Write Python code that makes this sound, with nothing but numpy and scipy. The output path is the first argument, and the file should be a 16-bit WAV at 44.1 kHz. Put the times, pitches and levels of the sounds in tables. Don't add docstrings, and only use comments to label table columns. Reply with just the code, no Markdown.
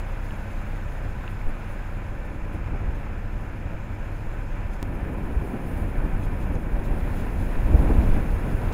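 import sys
import numpy as np
from scipy import signal
from scipy.fft import rfft, irfft, next_fast_len
from scipy.io import wavfile
from scipy.ndimage import uniform_filter1d

SR = 44100
rng = np.random.default_rng(int(sys.argv[2]) if len(sys.argv) > 2 else 0)


def to_wav(sig):
    pcm = np.clip(np.atleast_2d(sig), -1, 1) * 32767
    pcm = np.round(pcm).astype(np.int16)
    wavfile.write(sys.argv[1], SR, pcm.T)


def makeup_ratio(level_db):
    decades = np.asarray(level_db, float) / 20
    return 10 ** decades


N = 384993
CUT_S = 4.8286


def evened(x):
    return x / np.sqrt(np.mean(x ** 2) + 1e-20)


def columns(table):
    s, *values = np.transpose(table)
    return [np.interp(np.arange(N) / SR, s, v) for v in values]


def noise(points, rings=(), band=None):
    size = next_fast_len(N)
    hz = np.fft.rfftfreq(size, 1 / SR)
    point_hz, point_db = np.transpose(points)
    colour_db = np.interp(np.log(hz + 1), np.log(point_hz + 1), point_db, -120, -120)
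    for mid_hz, width_hz, peak_db in rings:
        colour_db += peak_db / (1 + ((hz - mid_hz) / (width_hz / 2)) ** 2)
    spectrum = rfft(rng.standard_normal(size)) * makeup_ratio(colour_db)
    inside = spectrum
    if band is not None:
        inside = spectrum * ((hz > band[0]) & (hz < band[1]))
    return irfft(spectrum, size)[:N] / np.std(irfft(inside, size))


def steadied(x, span_s, share):
    size = max(round(span_s * SR), 1)
    power = uniform_filter1d(uniform_filter1d(x ** 2, size), size)
    return x / evened(np.sqrt(abs(power) + 1e-6)) ** share


def wander(top_hz):
    points = 4096
    step = N / (points - 1)
    hz = np.fft.rfftfreq(points, step / SR)
    slow = irfft(rfft(rng.standard_normal(points)) / (1 + (hz / top_hz) ** 4))
    return np.interp(np.arange(N) / step, np.arange(points), evened(slow))


def bumps(times, heights, half_s):
    out = np.zeros(N)
    for s, height, half in zip(times, heights, half_s * np.ones(len(times))):
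        first = max(round((s - 3 * half) * SR), 0)
        at = np.arange(first, min(round((s + 3 * half) * SR), N))
        out[at] += height * np.exp(-((at / SR - s) / half) ** 2)
    return out


def second_pass():
    return np.arange(N) > CUT_S * SR


def law(control_db, base_db, slope, late_db):
    return base_db + slope * control_db + late_db * second_pass()


def patchy(x):
    z = signal.stft(x, nperseg=512)[2]
    field = rng.standard_normal(z.T.shape)
    field = uniform_filter1d(field, size=6, axis=0)
    field = evened(uniform_filter1d(field, size=9, axis=1))
    patch_db = 1
    return signal.istft(z * makeup_ratio(patch_db * field.T), nperseg=512)[1][:N]


# (pitch [Hz], waver [Hz], first-pass level [dB], second-pass level [dB])
HUM_TONES = [(96.8, 1.55, -45.5, -47), (101.8, 1.15, -44.5, -53.5), (128.2, 1.467, -48.5, -53.5),
             (154.4, 1.187, -52, -57), (207.2, 1.53, -50.5, -56.5), (308.3, 1.89, -57, -56)]


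def hum():
    out = np.zeros(N)
    late = second_pass()
    for hz, waver_hz, early_db, late_db in HUM_TONES:
        turns = np.cumsum(hz + waver_hz * wander(top_hz=2.38)) / SR
        level_db = np.where(late, late_db, early_db) + 2.0 * wander(top_hz=1.47)
        out += makeup_ratio(level_db) * np.sin(2 * np.pi * turns)
    return np.sqrt(2) * out


# (time [s], level [dB])
GUSTS = [(0, -1), (.95, 0.5), (1.5, 0), (2.3, 1), (2.85, 4.5), (3.25, 2), (4.1, 0), (4.82, 1.5), (4.84, 1),
         (5.3, 0.5), (6.1, 1), (6.9, 1.5), (7.64, 2), (7.72, 10.5), (7.95, 8.5), (8.4, 2.5), (8.73, 5.5)]


def gusts():
    return columns(GUSTS)[0]


# (frequency [Hz], level [dB per Hz])
HEAVE_COLOUR = [(3, -43), (7, -6.5), (13, -1), (22, 1), (30, -5.5), (40, -16)]
BUFFET_COLOUR = [(22, -25), (33, 1), (45, 1), (70, -3), (105, -5), (140, -20.5), (180, -59)]
ROAR_COLOUR = [(90, -28), (125, 0), (170, -1), (250, -3.5), (350, -8), (500, -12.5), (800, -17.5),
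               (1100, -24), (1600, -54)]
# (time [s], level [dB])
SURGES = [(.33, 17), (.68, 0), (.92, -10), (1.475, 15), (1.88, -9), (2.02, 1), (2.44, 10), (2.9, 8),
          (3.04, 5), (3.9, -10), (4.28, 12), (4.54, 10), (4.9, 4), (5.15, 15), (5.68, 12), (6.55, 6),
          (6.66, -3), (6.77, 14), (6.917, 14), (7.58, 17), (7.874, 6), (8.55, 2)]
# (time [s], thump peak [dB], thump [Hz], roar puff [dB])
EDDIES = [(1.494, -28, 75, 5), (2.55, -20.5, 72, 5), (2.744, -22.5, 64, 6), (2.892, -17, 55, 5.5),
          (3.662, -20.5, 76, 4), (3.725, -37, 70, 6), (4.275, -28, 73, 4), (4.659, -21.5, 61, -5),
          (5.037, -21, 59.6, -1), (5.197, -24, 69, 2.5), (5.375, -12, 53, -3), (5.547, -37, 80, 8),
          (5.823, -18, 64, 1), (6.05, -17, 45, 5.5), (6.507, -19.5, 65, 4), (6.562, -20, 65, 6),
          (6.75, -15, 38, 1), (6.915, -17, 42, 3), (7.033, -18, 66, -3), (7.224, -22, 66, 1),
          (7.71, -14, 55, 0), (7.749, -5.5, 59, 3), (7.795, -10, 50, 0), (7.865, -17, 35, 2.5),
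          (7.91, -18, 50, 3), (7.966, -16, 45, 1), (7.994, -8.5, 58, 1.5), (8.178, -15.5, 73.5, 3.5),
          (8.551, -15, 55.5, 0), (8.677, -17, 58.4, 0.5)]


def wind():
    gust_db = gusts()
    heave_db = law(gust_db, base_db=-40, slope=1.07, late_db=4) + 5 * wander(top_hz=8.2)
    buffet_db = law(gust_db, base_db=-38, slope=1.28, late_db=5) + 2 * wander(top_hz=8.2)
    roar_db = law(gust_db, base_db=-44.5, slope=0.84, late_db=8) + 0.56 * wander(top_hz=8.2)

    heave_db += bumps(*np.transpose(SURGES), half_s=0.025)
    eddy_s, _, _, puff_db = np.transpose(EDDIES)
    roar_db += bumps(eddy_s, puff_db, half_s=0.016)
    buffet_db += bumps(eddy_s, np.full(len(eddy_s), -6.0), half_s=0.03)
    flutter_db = wander(top_hz=24)

    heave = steadied(noise(HEAVE_COLOUR, band=(8, 27)), span_s=0.11, share=1.0)
    buffet = steadied(noise(BUFFET_COLOUR, band=(36, 110)), span_s=0.063, share=0.83)
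    roar = steadied(noise(ROAR_COLOUR, band=(135, 450)), span_s=0.045, share=0.23)
    out = makeup_ratio(heave_db) * heave
    out += makeup_ratio(buffet_db + 1.0 * flutter_db) * buffet
    out += makeup_ratio(roar_db + 0.95 * flutter_db) * roar
    return out


def thumps():
    out = np.zeros(N)
    half = SR // 20
    for s, db, hz, _ in EDDIES:
        turns = np.arange(-half, half) / SR * hz
        pulse = np.exp(-(turns / 0.66) ** 2) * np.cos(2 * np.pi * turns)
        out[round(s * SR) - half:][:2 * half] -= makeup_ratio(db) * pulse
    return out


# (time [s], level [dB])
LITTER_DEPTH = [(0, 3.5), (.5, 4), (1.5, 2.5), (2.2, 0.5), (3.3, -.5), (4, 1), (4.82, 1), (4.84, -0.5),
                (5.3, 1), (6.1, 2), (6.7, 1), (7, 5), (7.6, 5.5), (8.05, 8), (8.45, 5), (8.73, 7)]


def litter():
    return columns(LITTER_DEPTH)[0]


def crackle():
    pops_per_s, spread_db, kinds = 300, 2.5, 6
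    size = makeup_ratio(spread_db * np.minimum(rng.exponential(1, N), 4))
    size *= rng.random(N) < pops_per_s / SR
    kind = rng.integers(0, kinds, N)
    t = np.arange(200) / SR
    out = np.zeros(N)
    for k, hz in enumerate(np.geomspace(2200, 4300, kinds)):
        pop = t * hz * np.exp(-t * hz / 1.2) * np.sin(2 * np.pi * hz * t)
        out += signal.oaconvolve(size * (kind == k), pop)[:N]
    return makeup_ratio(-75.5 + 2 * litter()) * evened(out)


# (time [s], peak level [dB], pitch [Hz], length [cycles])
TWIG_SNAPS = [(.308, -36.5, 2800, 4), (1.2775, -42, 3500, 3), (1.2785, -31, 2700, 4),
              (1.4144, -36, 2210, 4), (1.5504, -45, 2320, 4), (1.6824, -45, 2050, 4),
              (2.5334, -46, 2400, 4), (6.5344, -43, 2480, 4), (6.5544, -41, 2030, 4),
              (7.0344, -44, 2030, 4), (8.0144, -33, 2410, 4), (8.0774, -36, 2370, 4)]
GRIT_TICKS = [(0.3644, -55, 9550, 8), (1.3174, -52, 10900, 8), (1.492, -48, 10500, 8),
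              (1.6921, -51, 14500, 8), (4.7386, -49, 10900, 8), (5.3884, -54, 13500, 8),
              (6.2382, -46, 10200, 8), (6.2564, -46, 13500, 8), (6.554, -48, 6500, 8),
              (6.8544, -50, 10700, 8), (6.9094, -49, 11200, 8), (7.1681, -40, 13300, 8)]


def snaps():
    out = np.zeros(N)
    t = np.arange(300) / SR
    for s, db, hz, cycles in [*TWIG_SNAPS, *GRIT_TICKS]:
        progress = t * hz / cycles * 3
        shape = progress * np.exp(1 - progress)
        out[round(s * SR):][:300] += makeup_ratio(db) * shape * np.sin(2 * np.pi * hz * t)
    return out


# (frequency [Hz], level [dB per Hz])
HISS_COLOUR = [(1760, -19), (3000, -16), (3260, -1), (4640, -9), (5200, -4.5), (5710, -12.5), (6460, -4),
               (6780, -6.5), (7310, -5), (8010, -15.5), (8600, -15.5), (11200, -39), (18900, -120)]
RUSTLE_COLOUR = [(4470, -39), (7600, -14), (8190, -8), (10500, 1.5), (12100, -6), (13000, -2.5),
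                 (14800, -3), (15700, -3)]
# (time [s],
# rustle [dB], hiss [dB], half length [s])
LEAF_DRIFTS = [(.004, 7, 6, .006), (0.254, 3.5, 1.5, .03), (.374, 2, -1.5, .015), (.703, 2, 0, .025),
               (1.309, 4, 0, .02), (1.493, 5, -1, .02), (1.713, 6, 1.5, .035), (1.936, 2, -1, .045),
               (2.253, 2.5, 0, .02), (2.544, 6.5, 1.5, .018), (2.961, 3, 1, .05), (4.124, 3, 0, .03),
               (4.735, 6, 5, .015), (5.47, 4, 2, .05), (5.74, 6, 2, .1), (6.24, 4, 5.5, .025),
               (6.423, 3, 5, .03), (6.555, 1, 5, .013), (6.85, 3, 6, .022), (7.183, 2, 4.5, 0.05),
               (7.422, 1, 1.5, .035), (7.8, 2.5, 1, .06), (8.051, 1, 2, .04), (8.52, 1.5, 3, .03),
               (8.728, 3, 12, .005)]


def tyres():
    s, leaves_db, grit_db, half_s = np.transpose(LEAF_DRIFTS)
    litter_db = litter()
    hiss_db = law(litter_db, base_db=-67.5, slope=0.85, late_db=-1.35) + bumps(s, grit_db, half_s)
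    rustle_db = law(litter_db, base_db=-70, slope=0.97, late_db=4.55) + bumps(s, leaves_db, half_s)
    flicker_db = wander(top_hz=25)
    out = makeup_ratio(hiss_db + 0.51 * flicker_db) * noise(HISS_COLOUR, band=(3800, 7800))
    out += makeup_ratio(rustle_db + 0.8 * flicker_db) * noise(RUSTLE_COLOUR, band=(8200, 15600))
    return patchy(out)


# (time [s], firings [per s], throb level [dB])
ENGINE_RUN = [(0, 31.8, -33.5), (.8, 31.7, -33), (1.5, 30.8, -36), (2.4, 30.3, -34.5), (2.8, 30.8, -34),
              (3.4, 29.8, -36.5), (4.2, 31.5, -35), (4.82, 31.3, -35.5), (5.4, 31, -41), (6.2, 31.2, -31),
              (6.9, 31.7, -36.5), (7.6, 31, -27.5), (8.73, 31, -31)]
# (multiple of the firing rate, level [dB])
FIRING_ORDERS = [
    (1, 2.5),
    (2, -9),
    (3, -14),
    (4, -17),
]
# (frequency [Hz], level [dB per Hz])
BAY_COLOUR = [(190, -28), (330, -2.5), (356, -2), (379, -20), (449, -5), (562, -2), (618, -5.5), (703, -4),
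              (781, -3), (977, -5), (1160, -7.5), (1280, -4.5), (2100, -11), (2360, -9), (2700, -14),
              (3000, -21), (4200, -37.5), (5460, -37.5), (9240, -120)]
# (frequency [Hz], width [Hz], level [dB])
METAL_RINGS = [(539, 18, 3.5), (584, 21, 5.5), (996, 57, 3.5), (1150, 82, -2.5), (1310, 91, -1),
               (1512, 34, 5), (1620, 42, 3), (1762, 53, 4)]


def engine():
    rate, throb_db = columns(ENGINE_RUN)
    turns = np.cumsum(rate + 0.28 * wander(top_hz=3.55)) / SR
    throb = np.zeros(N)
    for order, db in FIRING_ORDERS:
        level = makeup_ratio(db + 1.3 * wander(top_hz=1.6))
        throb += level * np.cos(2 * np.pi * (order * turns + rng.random()))

    after = turns % 1
    knock = (1 - np.exp(-after / 0.079)) * np.exp(-after / 0.14)
    knock *= makeup_ratio(0.63 * (turns % 2 > 1))
    gate = evened(1 + 0.64 * knock)
    clatter = gate * noise(BAY_COLOUR, METAL_RINGS, band=(1100, 2900))
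    clatter_db = law(litter(), base_db=-47.5, slope=0.31, late_db=0.82)
    clatter_db += 0.14 * gusts() + 0.6 * wander(top_hz=6.5)
    return np.sqrt(2) * makeup_ratio(throb_db) * throb + makeup_ratio(clatter_db) * clatter


def scene_change():
    jump, relax_s = -0.142, 0.008
    t = np.arange(N) / SR - CUT_S
    return jump / 2 * np.sign(t) * np.exp(-abs(t) / relax_s)


def scene():
    air = hum() + wind() + thumps() + crackle() + snaps() + tyres() + engine()
    treble_limit = signal.firwin(255, 15730, fs=SR)
    return (signal.oaconvolve(air, treble_limit, "same") + scene_change())[None]


def top_cut(x):
    return signal.sosfilt(signal.butter(12, 16530, fs=SR, output="sos"), x)


def record(dry):
    return top_cut(dry)


dry = scene()
out = record(dry)
to_wav(out)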